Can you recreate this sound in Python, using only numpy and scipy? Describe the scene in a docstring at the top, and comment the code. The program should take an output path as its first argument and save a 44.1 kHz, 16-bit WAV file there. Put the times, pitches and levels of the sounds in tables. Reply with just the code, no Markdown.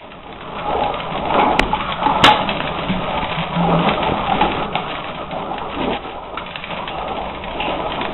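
"""In a basement, a ride-on toy with hollow hard plastic wheels starts softly and is pushed in bursts over concrete.
Floor grit drives wheel shells, rims, their air cavity and the frame; loose parts tick, knock and scrape.
Near 1.6 s and 2.2 s loud clacks (noise crack, falling snap, low thump) overload the converter, rebounds following.
A cavity hum locks in after 3.3 s; softer rolling with brief swells lasts to the end. The room adds a short tail
to the blows, and the small microphone's path ends near 4 kHz."""
import sys
import numpy as np
from scipy import signal
from scipy.fft import rfft, irfft, next_fast_len
from scipy.io import wavfile
from scipy.ndimage import uniform_filter1d, map_coordinates

SR = 44100
rng = np.random.default_rng(int(sys.argv[2]) if len(sys.argv) > 2 else 0)


def wav_record(signal):
    """Record a signal, one row per channel, as 16-bit PCM in the file named by sys.argv[1]."""
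    frames = np.transpose(np.atleast_2d(signal))
    bounded = np.clip(frames, -1, 1)
    # unit amplitude maps onto the largest positive 16-bit level
    quanta = np.round(bounded * 32767).astype(np.int16)
    wavfile.write(sys.argv[1], SR, quanta)


N = 358567

# Decay of the basement's answer. Each row: frequency in Hz, t60 in s.
BASEMENT_DECAY = [(150, 0.92), (1000, 0.46), (4000, 0.47)]
# Colour of the floor rumble. Each row: frequency in Hz, gain in dB.
SLAB_COLOUR = [(10, 3.5), (30, -7), (50, 0), (90, -9), (125, -8), (170, -30.5)]
# Bass of the rolling. Each row: time in s, air cavity level in dB, floor rumble level in dB.
BASS_LEVELS = [(0.0, -47, -46.5), (0.27, -45, -42), (0.68, -36.5, -34), (1.18, -34.5, -34),
               (1.4, -35.5, -30.5), (1.63, -32, -33.5), (2.04, -33, -34), (2.22, -30.5, -29.5),
               (2.69, -31, -34.5), (3.1, -32, -30.5), (3.33, -37, -35.5), (3.76, -19.5, -31),
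               (4.03, -32.5, -35), (4.41, -27.5, -30), (4.57, -31.5, -30), (4.78, -33.5, -38.5),
               (5.07, -38.5, -36.5), (5.34, -34, -40.5), (5.84, -43, -34.5), (6.07, -48, -39),
               (6.63, -39, -39.5), (6.97, -38.5, -36.5), (7.2, -40, -35), (8.13, -36.5, -33)]
# Soft single pushes through the floor. Each row: start in s, level in dB, width in s, rebound share.
FLOOR_BUMPS = [(1.5895, -17, .0007, 1.6), (1.5968, -4, 0.00085, 0.41), (1.606, -16.5, 0.0056, 0.8),
               (2.231, -9, 0.0016, 0.5), (2.9, -15.5, 0.00089, .6), (3.23, -14.5, 0.0013, 0.75),
               (4.0955, -12, 0.0011, 0.83), (4.1204, -7, 0.00075, 0.7), (5.8003, -14.5, 0.00078, 1.1),
               (5.85, -25.5, .001, 0.64), (5.899, -18, 0.00075, 0.96)]
# Plastic dragged over the floor. Each row: start in s, length in s, first Hz, last Hz, width in Hz, level in dB.
PLASTIC_SCRAPES = [(1.388, 0.12, 2274, 2174, 298, -26), (1.741, 0.2, 1045, 1386, 196, -23),
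                   (6.902, 0.12, 2790, 2755, 308, -37.5), (7.601, 0.12, 2786, 2690, 504, -24)]
# Loose parts ticking. Each row: start in s, level in dB, t60 in s.
LOOSE_TICKS = [(0.1184, -26.5, 0.027), (.232, -30, 0.026), (.268, -34, .02), (0.3265, -24.5, 0.014),
               (.358, -29, 0.027), (0.407, -26.5, 0.055), (0.5857, -28, 0.12), (0.7284, -20, 0.025),
               (0.836, -11, 0.025), (0.9406, -13, 0.021), (1.0021, -17.5, 0.024), (1.105, -25.5, .03),
               (1.155, -19, 0.032), (1.2543, -14, 0.016), (1.3043, -16.5, .028), (1.3412, -12, 0.019),
               (1.3718, -23, .02), (1.398, -12, 0.015), (1.6269, -22.5, 0.071), (1.7471, -21.5, 0.075),
               (1.806, -14, 0.028), (1.922, -11.5, 0.028), (2.0287, -21, 0.11), (2.0598, -15.5, 0.047),
               (2.4902, -9.5, 0.038), (2.5133, -18, 0.04), (2.57, -12.5, 0.019), (2.604, -2, 0.0076),
               (2.674, -13, 0.039), (2.7215, -27, 0.035), (2.7867, -18.5, 0.056), (2.885, -20, 0.25),
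               (3.1124, -25.5, 0.027), (3.174, -19, 0.075), (3.2276, -15, 0.022), (3.244, -13, 0.022),
               (3.315, -29, 0.034), (3.359, -23, 0.039), (3.386, -19, 0.049), (3.791, -16.5, 0.028),
               (3.874, -16, .02), (3.8884, -5, 0.02), (3.9371, -9.5, 0.017), (4.0291, -13, 0.042),
               (4.179, -21, 0.044), (4.2698, -15.5, 0.039), (4.297, -17, 0.041), (4.382, -15, 0.013),
               (4.409, -13, 0.072), (4.5182, -13.5, 0.028), (4.548, -23.5, 0.033), (4.6248, -19.5, 0.06),
               (4.726, -24, 0.048), (4.754, -3.5, 0.011), (4.831, -28.5, 0.025), (4.881, -23.5, 0.04),
               (4.911, -17, 0.044), (4.952, -17.5, .04), (5.043, -15, 0.015), (5.1458, -25.5, 0.1),
               (5.311, -22.5, 0.058), (5.421, -24.5, 0.027), (5.54, -26, 0.037), (5.5799, -18.5, 0.035),
               (5.7446, -22, 0.051), (6.0954, -27, 0.024), (6.151, -31.5, 0.018), (6.24, -36, 0.026),
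               (6.345, -34, .02), (6.374, -19, 0.09), (6.463, -20.5, 0.033), (6.507, -24, 0.057),
               (6.5568, -11.5, 0.022), (6.639, -17, 0.04), (6.7056, -21, 0.041), (6.772, -28, 0.11),
               (6.8758, -15, 0.043), (6.89, -19.5, 0.04), (6.984, -19.5, 0.019), (7.0791, -22.5, 0.086),
               (7.167, -23, 0.026), (7.2144, -22, 0.036), (7.2973, -23.5, .03), (7.3471, -23.5, 0.053),
               (7.437, -22.5, 0.062), (7.4807, -20.5, 0.022), (7.509, -28, 0.079), (7.604, -23, 0.047),
               (7.622, -18.5, 0.043), (7.693, -18.5, 0.022), (7.768, -30, 0.012), (7.9, -23, .06),
               (7.92, -15, 0.024), (8.013, -12, 0.026), (8.0523, -6, 0.0064)]
# Dull knocks through the body. Each row: start in s, level in dB before an 8 dB lift, pitch in Hz.
BODY_KNOCKS = [(.2615, -24, 817), (.2965, -21, 813), (.7265, -17.5, 760), (.749, -12.5, 464),
               (1.395, -2, 844), (1.416, -7, 808), (1.462, -10.5, 805), (1.509, -4, 774),
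               (1.627, -8.5, 798), (1.731, -4, 868), (2.058, -2, 872), (2.035, -8.5, 858),
               (2.095, -6.5, 880), (2.157, -4.5, 924), (2.061, -16.5, 287), (2.237, -11, 290),
               (2.31, -6, 852), (2.328, -11, 863), (2.273, -4, 878), (2.285, -6, 850), (2.892, -14.5, 184),
               (3.172, -10, 945), (4.068, -12, 780), (4.084, -17, 683), (4.295, -7, 780), (4.318, -7, 802),
               (4.412, 0.5, 840), (4.431, -6, 768), (4.44, -7.5, 852), (4.62, -8.5, 785),
               (4.754, -7.5, 709), (4.794, -15, 754), (4.952, -15.5, 1200), (5.35, -16.5, 712),
               (5.362, -17.5, 670), (5.512, -13, 773), (5.541, -16, 800), (6.18, -18, 980),
               (6.373, -8.5, 1290), (6.984, -16, 737), (7.003, -18.5, 805), (7.022, -14, 758),
               (7.183, -16, 790), (7.203, -15, 764), (7.668, -15, 760), (7.845, -15, 606),
               (8.012, -14.5, 985)]
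# Loud clacks and their rebounds. Each row: start in s, level in dB, rise in s, hold in s, t60 in s,
# snap gain in dB, thump gain in dB, room send in dB.
LOUD_CLACKS = [(1.5925, -4, 0.003, 0.0054, 0.0023, 8, -6, -25.5),
               (2.2385, -3, 0.001, .009, 0.1, -2.5, -15, -3), (2.255, -10, .001, .003, .03, -10, -20, -10),
               (2.2615, -8, 0.001, 0.006, 0.03, -10, -18.5, -8),
               (2.2735, -10, 0.001, 0.003, 0.09, -6, -12, -8)]
# Colour of hard contacts and clacks. Each row: frequency in Hz, gain in dB.
CRACK_COLOUR = [(60, -8.5), (300, -10), (900, 3.5), (1500, -4.5), (2500, -4), (4000, -3)]
# Cavity hum during the hardest push. Each row: start in s, length in s, pitch in Hz, rms level in dB.
CAVITY_HUM = [(3.358, 0.075, 170, -23.5), (3.547, .29, 168.5, -20)]
# Shell singing under load. Each row: peak time in s, length in s, pitch in Hz, peak rms level in dB.
SHELL_SINGING = [(.27, .3, 828, -44), (.76, 0.39, 828, -20.5), (1.4, 0.42, 836, -22.5),
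                 (1.297, 0.13, 706, -24.5), (1.74, 0.049, 880, -29), (2.08, 0.14, 875, -19),
                 (2.29, 0.12, 857, -15), (3.17, 0.41, 870, -32.5), (3.68, 0.22, 820, -24),
                 (4.31, 0.11, 805, -20.5), (4.45, 0.22, 818, -34), (4.78, 0.068, 824, -29.5),
                 (5.57, 0.21, 812, -35), (5.92, 0.16, 799, -25), (7.09, 0.68, 826, -35.5),
                 (7.63, 0.12, 834, -23), (7.86, 0.14, 839, -28.5)]
# Rolling. Each row: time in s, shell level in dB, frame level in dB, tread hiss level in dB.
ROLL_LEVELS = [(0.0, -37.5, -47, -38.5), (0.18, -40.5, -45, -47), (0.32, -41.5, -40, -40.5),
               (0.59, -31.5, -36, -33.5), (0.79, -22, -27.5, -30), (1.06, -30, -38.5, -32.5),
               (1.29, -22.5, -26, -28.5), (1.45, -18.5, -22, -25.5), (1.67, -27, -31.5, -30.5),
               (1.83, -33, -39.5, -26), (2.06, -23.5, -35, -29.5), (2.2, -16.5, -26, -22.5),
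               (2.26, -23, -28, -20), (2.4, -23.5, -35.5, -25.5), (2.6, -28.5, -30, -27.5),
               (2.87, -25.5, -34.5, -28.5), (3.08, -26.5, -31, -29), (3.37, -27.5, -38.5, -25.5),
               (3.6, -24, -31.5, -26.5), (3.74, -20, -21, -25), (3.87, -20.5, -27.5, -24.5),
               (4.1, -20, -27.5, -24), (4.22, -24, -37, -27), (4.33, -25, -27, -25),
               (4.48, -25, -24, -23.5), (4.69, -29.5, -32.5, -34.5), (4.96, -29.5, -37, -27.5),
               (5.25, -32, -37.5, -34), (5.4, -28, -32.5, -37), (5.52, -29, -29.5, -38),
               (5.64, -29, -34.5, -37.5), (5.72, -31.5, -35, -29), (5.77, -28, -26.5, -27.5),
               (5.83, -24.5, -25, -21.5), (5.89, -22.5, -20, -23.5), (5.945, -25.5, -26, -22.5),
               (5.98, -32.5, -35, -26.5), (6.09, -34.5, -37.5, -35.5), (6.2, -32, -40, -39),
               (6.32, -30.5, -35, -38.5), (6.43, -32, -37, -36.5), (6.54, -36, -46, -33.5),
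               (6.69, -37.5, -46, -33.5), (6.715, -30, -38.5, -31.5), (6.9, -30, -36.5, -33),
               (7.13, -26.5, -29.5, -33), (7.36, -32.5, -39, -35.5), (7.54, -28, -33, -31.5),
               (7.72, -24, -30, -29), (8.13, -28.5, -32, -31)]
# Rim ring while rolling. Each row: time in s, level in dB.
RIM_LEVELS = [(0.0, -47.5), (0.32, -44.5), (0.61, -30.5), (0.7, -32.5), (1.15, -34), (1.42, -25),
              (1.7, -32), (2.08, -25), (2.22, -23), (2.58, -31), (3.51, -30.5), (3.78, -24), (4.07, -27),
              (4.3, -27), (5.09, -34), (5.39, -37), (5.84, -31), (6.05, -38), (6.2, -41), (6.69, -38.5),
              (6.72, -36.5), (7.04, -33), (7.31, -42.5), (7.61, -36), (7.79, -33.5), (8.13, -32.5)]
# Wheel shell resonances. Each row: centre in Hz, width in Hz, relative gain in dB.
SHELL_MODES = [(571.3, 103, -1.5), (712.5, 147, -2), (761.3, 17.6, 4.5), (831, 58, -5), (880, 26, 1.5),
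               (980, 69, -2.5)]
# Wheel rim resonances. Each row: centre in Hz, width in Hz, relative gain in dB.
RIM_MODES = [(1100, 45, 0.5), (1213, 92, -0.5), (1358, 150, -5)]
# Air cavity resonances, for one of two passes. Each row: centre in Hz, width in Hz, relative gain in dB.
CAVITY_MODES = [(117, 55, -4.5), (176, 73, 1.5), (210.5, 19, 3)]
# Frame resonances. Each row: centre in Hz, width in Hz, relative gain in dB.
FRAME_MODES = [(267, 96, -3), (396, 76, -1), (461.4, 64, -3)]
# Colour of tread hiss and tick crackle. Each row: frequency in Hz, gain in dB.
TREAD_COLOUR = [(1300, -42.5), (1500, -1), (1900, -1), (2300, 3), (2800, 2.5), (3500, -0.5), (4200, -4)]
# Upper edge of the microphone path. Each row: frequency in Hz, gain in dB.
MIC_EDGE_CURVE = [(3500, 0), (3800, -2), (3960, -7), (4040, -35), (4120, -70), (4300, -120)]

WANDER_PER_S, WANDER_DB = 9, 0.4  # rim, frame, cavity and slab each also swell slightly on their own
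TICK_HZ, TICK_SPREAD = 2665, 0.14  # ring pitch and its scatter (share)
TICK_RISE_S, TAP_DB = 0.00072, 14  # tick onset; tap into shell and rim
KNOCK_T60_S, KNOCK_LOW_RINGS = 0.031, 0.86  # decay at 800 Hz; power by which lower knocks ring longer
HUM_EDGE_S, HUM_WAVER_HZ, HUM_WAVER_DB = 0.02, 4, 1.8
RATTLE_PER_S, RATTLE_SPREAD_DB, RATTLE_T60_S = 55, 3.2, 0.016
RIM_CRUMBS = 0.67  # power by which the rim follows the cracking grit
TOP_HZ, TOP_SLOPE_HZ = 16300, 700  # band limit of the clipping splash
KNEE = 0.94  # share of full scale where the converter starts to give


def amp(db):
    """Decibels to gain."""
    return 10 ** (np.asarray(db) / 20)


def unit(x):
    """Scaled to rms 1."""
    return x / np.sqrt(np.mean(x ** 2) + 1e-20)


def along(points, hz):
    """(Hz, value) points read on a log axis."""
    f, v = np.transpose(points)
    return np.interp(np.log(hz + 1), np.log(f + 1), v)


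def curves(rows):
    """One value per sample for each column after the time."""
    s, *cols = np.transpose(rows)
    return [np.interp(np.arange(N) / SR, s, c) for c in cols]


def wobble(rate):
    """A smooth random curve, rate knots a second."""
    knots = rng.standard_normal(int(N * rate / SR) + 4)
    return map_coordinates(knots, [np.arange(N) * rate / SR])


def filtered(x, response):
    """x times a complex response of frequency."""
    m = next_fast_len(N + SR // 2)
    return irfft(rfft(x, m) * response(np.fft.rfftfreq(m, 1 / SR)), m)[..., :N]


def coloured(x, points):
    """x through a gain curve of (Hz, dB) points."""
    return filtered(x, lambda f: amp(along(points, f)))


def modes(table):
    """The response of a set of damped resonances, alternating in sign."""
    def response(f):
        total = 0
        for k, (centre, width, db) in enumerate(table):
            damping = 1j * f * width
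            total = total + (-1) ** k * amp(db) * damping / (centre ** 2 - f ** 2 + damping)
        return total
    return response


def add(track, s, sound):
    """Mixes a short sound in at time s."""
    part = track[round(s * SR):][:len(sound)]
    part += sound[:len(part)]


def narrow_noise(hz, width_hz):
    """Noise of rms 1 in a narrow band around a moving centre, one sample per value of hz."""
    pole = np.exp(-np.pi * width_hz / SR)
    settle = SR // 10
    noise = rng.standard_normal((2, len(hz) + settle))
    slow = signal.lfilter([1], [1, -2 * pole, pole ** 2], noise)[:, settle:]
    turn = 2 * np.pi * np.cumsum(hz) / SR
    return unit(slow[0] * np.cos(turn) + slow[1] * np.sin(turn))


def patchy(x, depth_db):
    """Short-lived narrow swells: the many small modes of the plastic come and go as the wheels turn."""
    z = signal.stft(x, nperseg=1024)[2]
    field = uniform_filter1d(rng.standard_normal(z.shape), size=2, axis=0)
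    field = uniform_filter1d(field, size=5, axis=1)
    return unit(signal.istft(z * amp(depth_db * unit(field)), nperseg=1024)[1][:N])


def basement(x):
    """A noise tail in which each frequency of the room's answer dies at its own speed."""
    hz, t, z = signal.stft(rng.standard_normal(SR // 2), SR, nperseg=256)
    decay = amp(-60 * t / along(BASEMENT_DECAY, hz)[:, None])
    tail = signal.istft(z * decay, SR, nperseg=256)[1]
    late = np.pad(x, (200, 0))  # 200 samples before the room answers
    return signal.fftconvolve(late, tail / np.linalg.norm(tail))[:N]


def slab():
    """The floor slab's rumble: steady low noise of rms 1."""
    return unit(coloured(rng.standard_normal(N), SLAB_COLOUR))


def bumps():
    """Pushes through the floor without ring: one smooth pulse and its opposite rebound."""
    out = np.zeros(N)
    for s, db, width, rebound in FLOOR_BUMPS:
        u = np.arange(SR // 20) / SR / width
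        push = np.exp(-2 * (u - 1.5) ** 2)
        add(out, s, amp(db) * (push - rebound * np.exp(-(u - 3.2) ** 2)))
    return out


def scrapes():
    """Each drag excites one band that starts abruptly, slides and fades."""
    out, t = np.zeros(N), np.arange(SR // 2) / SR
    for s, length, first_hz, last_hz, width_hz, db in PLASTIC_SCRAPES:
        u = np.clip(t / length, 0, 1)
        stroke = np.sqrt(np.abs(np.sin(np.pi * u ** 0.17))) * (u < 1)
        centre_hz = first_hz + u * (last_hz - first_hz)
        add(out, s, amp(db) * stroke * narrow_noise(centre_hz, width_hz))
    return out


def ticks():
    """A crackle with a short plastic ring around one hard contact, which also taps shell and rim."""
    crackles, contacts, taps = np.zeros((3, N))
    t = np.arange(SR // 8) / SR
    for s, db, t60 in LOOSE_TICKS:
        crack = rng.standard_normal(len(t)) * 1.98
        hz = TICK_HZ * np.exp(TICK_SPREAD * rng.standard_normal())
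        drift = np.cumsum(rng.normal(0, 0.26, len(t)))
        ring = np.sin(2 * np.pi * hz * t + drift) * 0.3
        shape = amp(db - 60 * t / t60) * (1 - np.exp(-t / TICK_RISE_S))
        add(crackles, s, shape * (crack + ring))
        add(contacts, s + 0.00091, amp(db) * rng.choice([-1, 1], 1))
        add(taps, s, amp(db + TAP_DB) * np.ones(1))
    hard = 10 * coloured(contacts, CRACK_COLOUR)
    return hard + coloured(crackles, TREAD_COLOUR) + filtered(taps, modes(SHELL_MODES + RIM_MODES))


def knocks():
    """A soft contact swells over a few cycles and rings unevenly at one pitch."""
    out, t = np.zeros(N), np.arange(SR // 4) / SR
    for s, db, hz in BODY_KNOCKS:
        drift = np.cumsum(rng.normal(0, 0.059, len(t)))  # close modes blur the phase
        fall_db = 60 * t / KNOCK_T60_S * (hz / 800) ** KNOCK_LOW_RINGS
        shape = amp(db + 8.0 - fall_db) * (1 - np.exp(-t / 0.005))
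        add(out, s, shape * np.sin(2 * np.pi * hz * t + drift))
    return out


def clacks():
    """A broad crack, a snap that falls in pitch and a low thump; returns direct sound and room feed."""
    direct, send = np.zeros((2, N))
    t = np.arange(SR // 4) / SR
    snap_hz = 1300 + 3300 * np.exp(-t / 0.0024)
    snap = np.sin(2 * np.pi * np.cumsum(snap_hz) / SR)
    for s, db, rise, hold, t60, snap_db, thump_db, room_db in LOUD_CLACKS:
        shape = np.minimum(t / rise, 1) ** 2 * amp(db - 60 * np.maximum(t - hold, 0) / t60)
        crack = shape * (3 * rng.standard_normal(len(t)) + amp(snap_db) * snap)
        thump = -amp(db + thump_db - 60 * t / 0.051) * np.sin(2 * np.pi * 60 * t)
        add(direct, s, crack + thump)
        add(send, s, amp(room_db) * crack)
    return coloured(np.array([direct, send]), CRACK_COLOUR)


def hum():
    """The cavity locks into a nearly steady tone; also returns how far it holds the cavity noise down."""
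    t, tone, size = np.arange(N) / SR, np.zeros(N), np.zeros(N)
    waver_hz, waver_db = HUM_WAVER_HZ * wobble(45), HUM_WAVER_DB * wobble(20)
    for s, length, hz, db in CAVITY_HUM:
        edges = np.clip(np.minimum(t - s, s + length - t) / HUM_EDGE_S, 0, 1) ** 2
        held = amp(db + waver_db) * edges
        tone += np.sqrt(2) * held * np.sin(2 * np.pi * np.cumsum(hz + waver_hz) / SR)
        size += held
    return tone, 1 / (1 + 30 * size)


def rattle():
    """Gain of tread hiss and rim: bigger crumbs of grit crack under the wheels at random in short bursts."""
    sizes_db = RATTLE_SPREAD_DB * rng.exponential(size=N).clip(0, 3)
    cracks = (rng.random(N) < RATTLE_PER_S / SR) * (amp(sizes_db) - 1)
    bursts = signal.lfilter([1], [1, -amp(-60 / (RATTLE_T60_S * SR))], cracks)
    return unit(1 + uniform_filter1d(bursts, size=SR // 500))


def singing():
    """Each swell is a narrow band of noise at the row's shell pitch, rising and falling smoothly."""
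    out, t = np.zeros(N), np.arange(SR) / SR - 0.5
    for s, length, hz, db in SHELL_SINGING:
        shape = np.exp(-(2 * t / length) ** 2 * 2)
        swell = amp(db) * shape * narrow_noise(np.full(SR, hz), width_hz=57)
        skip = max(round((0.5 - s) * SR), 0)  # the part before time zero
        add(out, max(s - 0.5, 0), swell[skip:])
    return out


def grit(per_s, spread_db, share):
    """The floor under a wheel: fine roughness plus a power share of scattered grains of uneven size."""
    hit = rng.random(N) < per_s / SR
    grains = hit * rng.choice([-1, 1], N) * amp(spread_db * rng.uniform(-0.55, 1, N))
    return np.sqrt(share) * unit(grains) + np.sqrt(1 - share) * rng.standard_normal(N)


def rolling():
    """Grit under the treads shakes shell, rim, air cavity and frame, above the slab's rumble."""
    shell_db, frame_db, tread_db = curves(ROLL_LEVELS)
    cavity_db, slab_db = curves(BASS_LEVELS)
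    rim_db = curves(RIM_LEVELS)[0] + WANDER_DB * wobble(WANDER_PER_S)
    frame_db = frame_db + WANDER_DB * wobble(WANDER_PER_S)
    cavity_db = cavity_db + WANDER_DB * wobble(WANDER_PER_S)
    slab_db = slab_db + WANDER_DB * wobble(WANDER_PER_S)
    bounce = wobble(22)  # the hard wheels load and unload together
    flutter_db = 2 * bounce + 1.2 * wobble(40)
    road = grit(300, spread_db=2, share=0.34)
    chips = grit(400, spread_db=6, share=0.45)
    shell = patchy(filtered(road, modes(SHELL_MODES)), depth_db=2.5)
    rim = patchy(filtered(road, modes(RIM_MODES)), depth_db=3.0)
    frame = patchy(filtered(road, modes(FRAME_MODES)), depth_db=2.5)
    tone, damping = hum()
    cavity = damping * unit(filtered(road, lambda f: modes(CAVITY_MODES)(f) ** 2))
    tread = unit(coloured(chips, TREAD_COLOUR))
    crumbs = rattle()
    body = amp(shell_db) * shell + amp(frame_db) * frame
    body += amp(rim_db) * crumbs ** RIM_CRUMBS * rim
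    air = amp(cavity_db + 0.25 * bounce) * cavity + tone
    hiss = amp(tread_db + flutter_db) * crumbs * tread
    return amp(1.2 * bounce) * body + air + hiss + amp(slab_db) * slab()


def scene():
    """Rolling is diffuse already; only the blows get a separate room tail."""
    blows = ticks() + knocks() + bumps()
    clack, send = clacks()
    room = basement(amp(-5.0) * blows + send)
    return (rolling() + singing() + scrapes() + blows + clack + room)[None]


def record(dry):
    """A narrow microphone path, then a converter clipping over a short knee; its splash reaches higher."""
    narrow = coloured(dry, MIC_EDGE_CURVE)
    over = np.maximum(np.abs(narrow) - KNEE, 0)
    splash = np.sign(narrow) * ((1 - KNEE) * np.tanh(over / (1 - KNEE)) - over)
    return narrow + filtered(splash, lambda f: np.clip((TOP_HZ - f) / TOP_SLOPE_HZ, 0, 1) ** 2)


dry = scene()
out = record(dry)
wav_record(out)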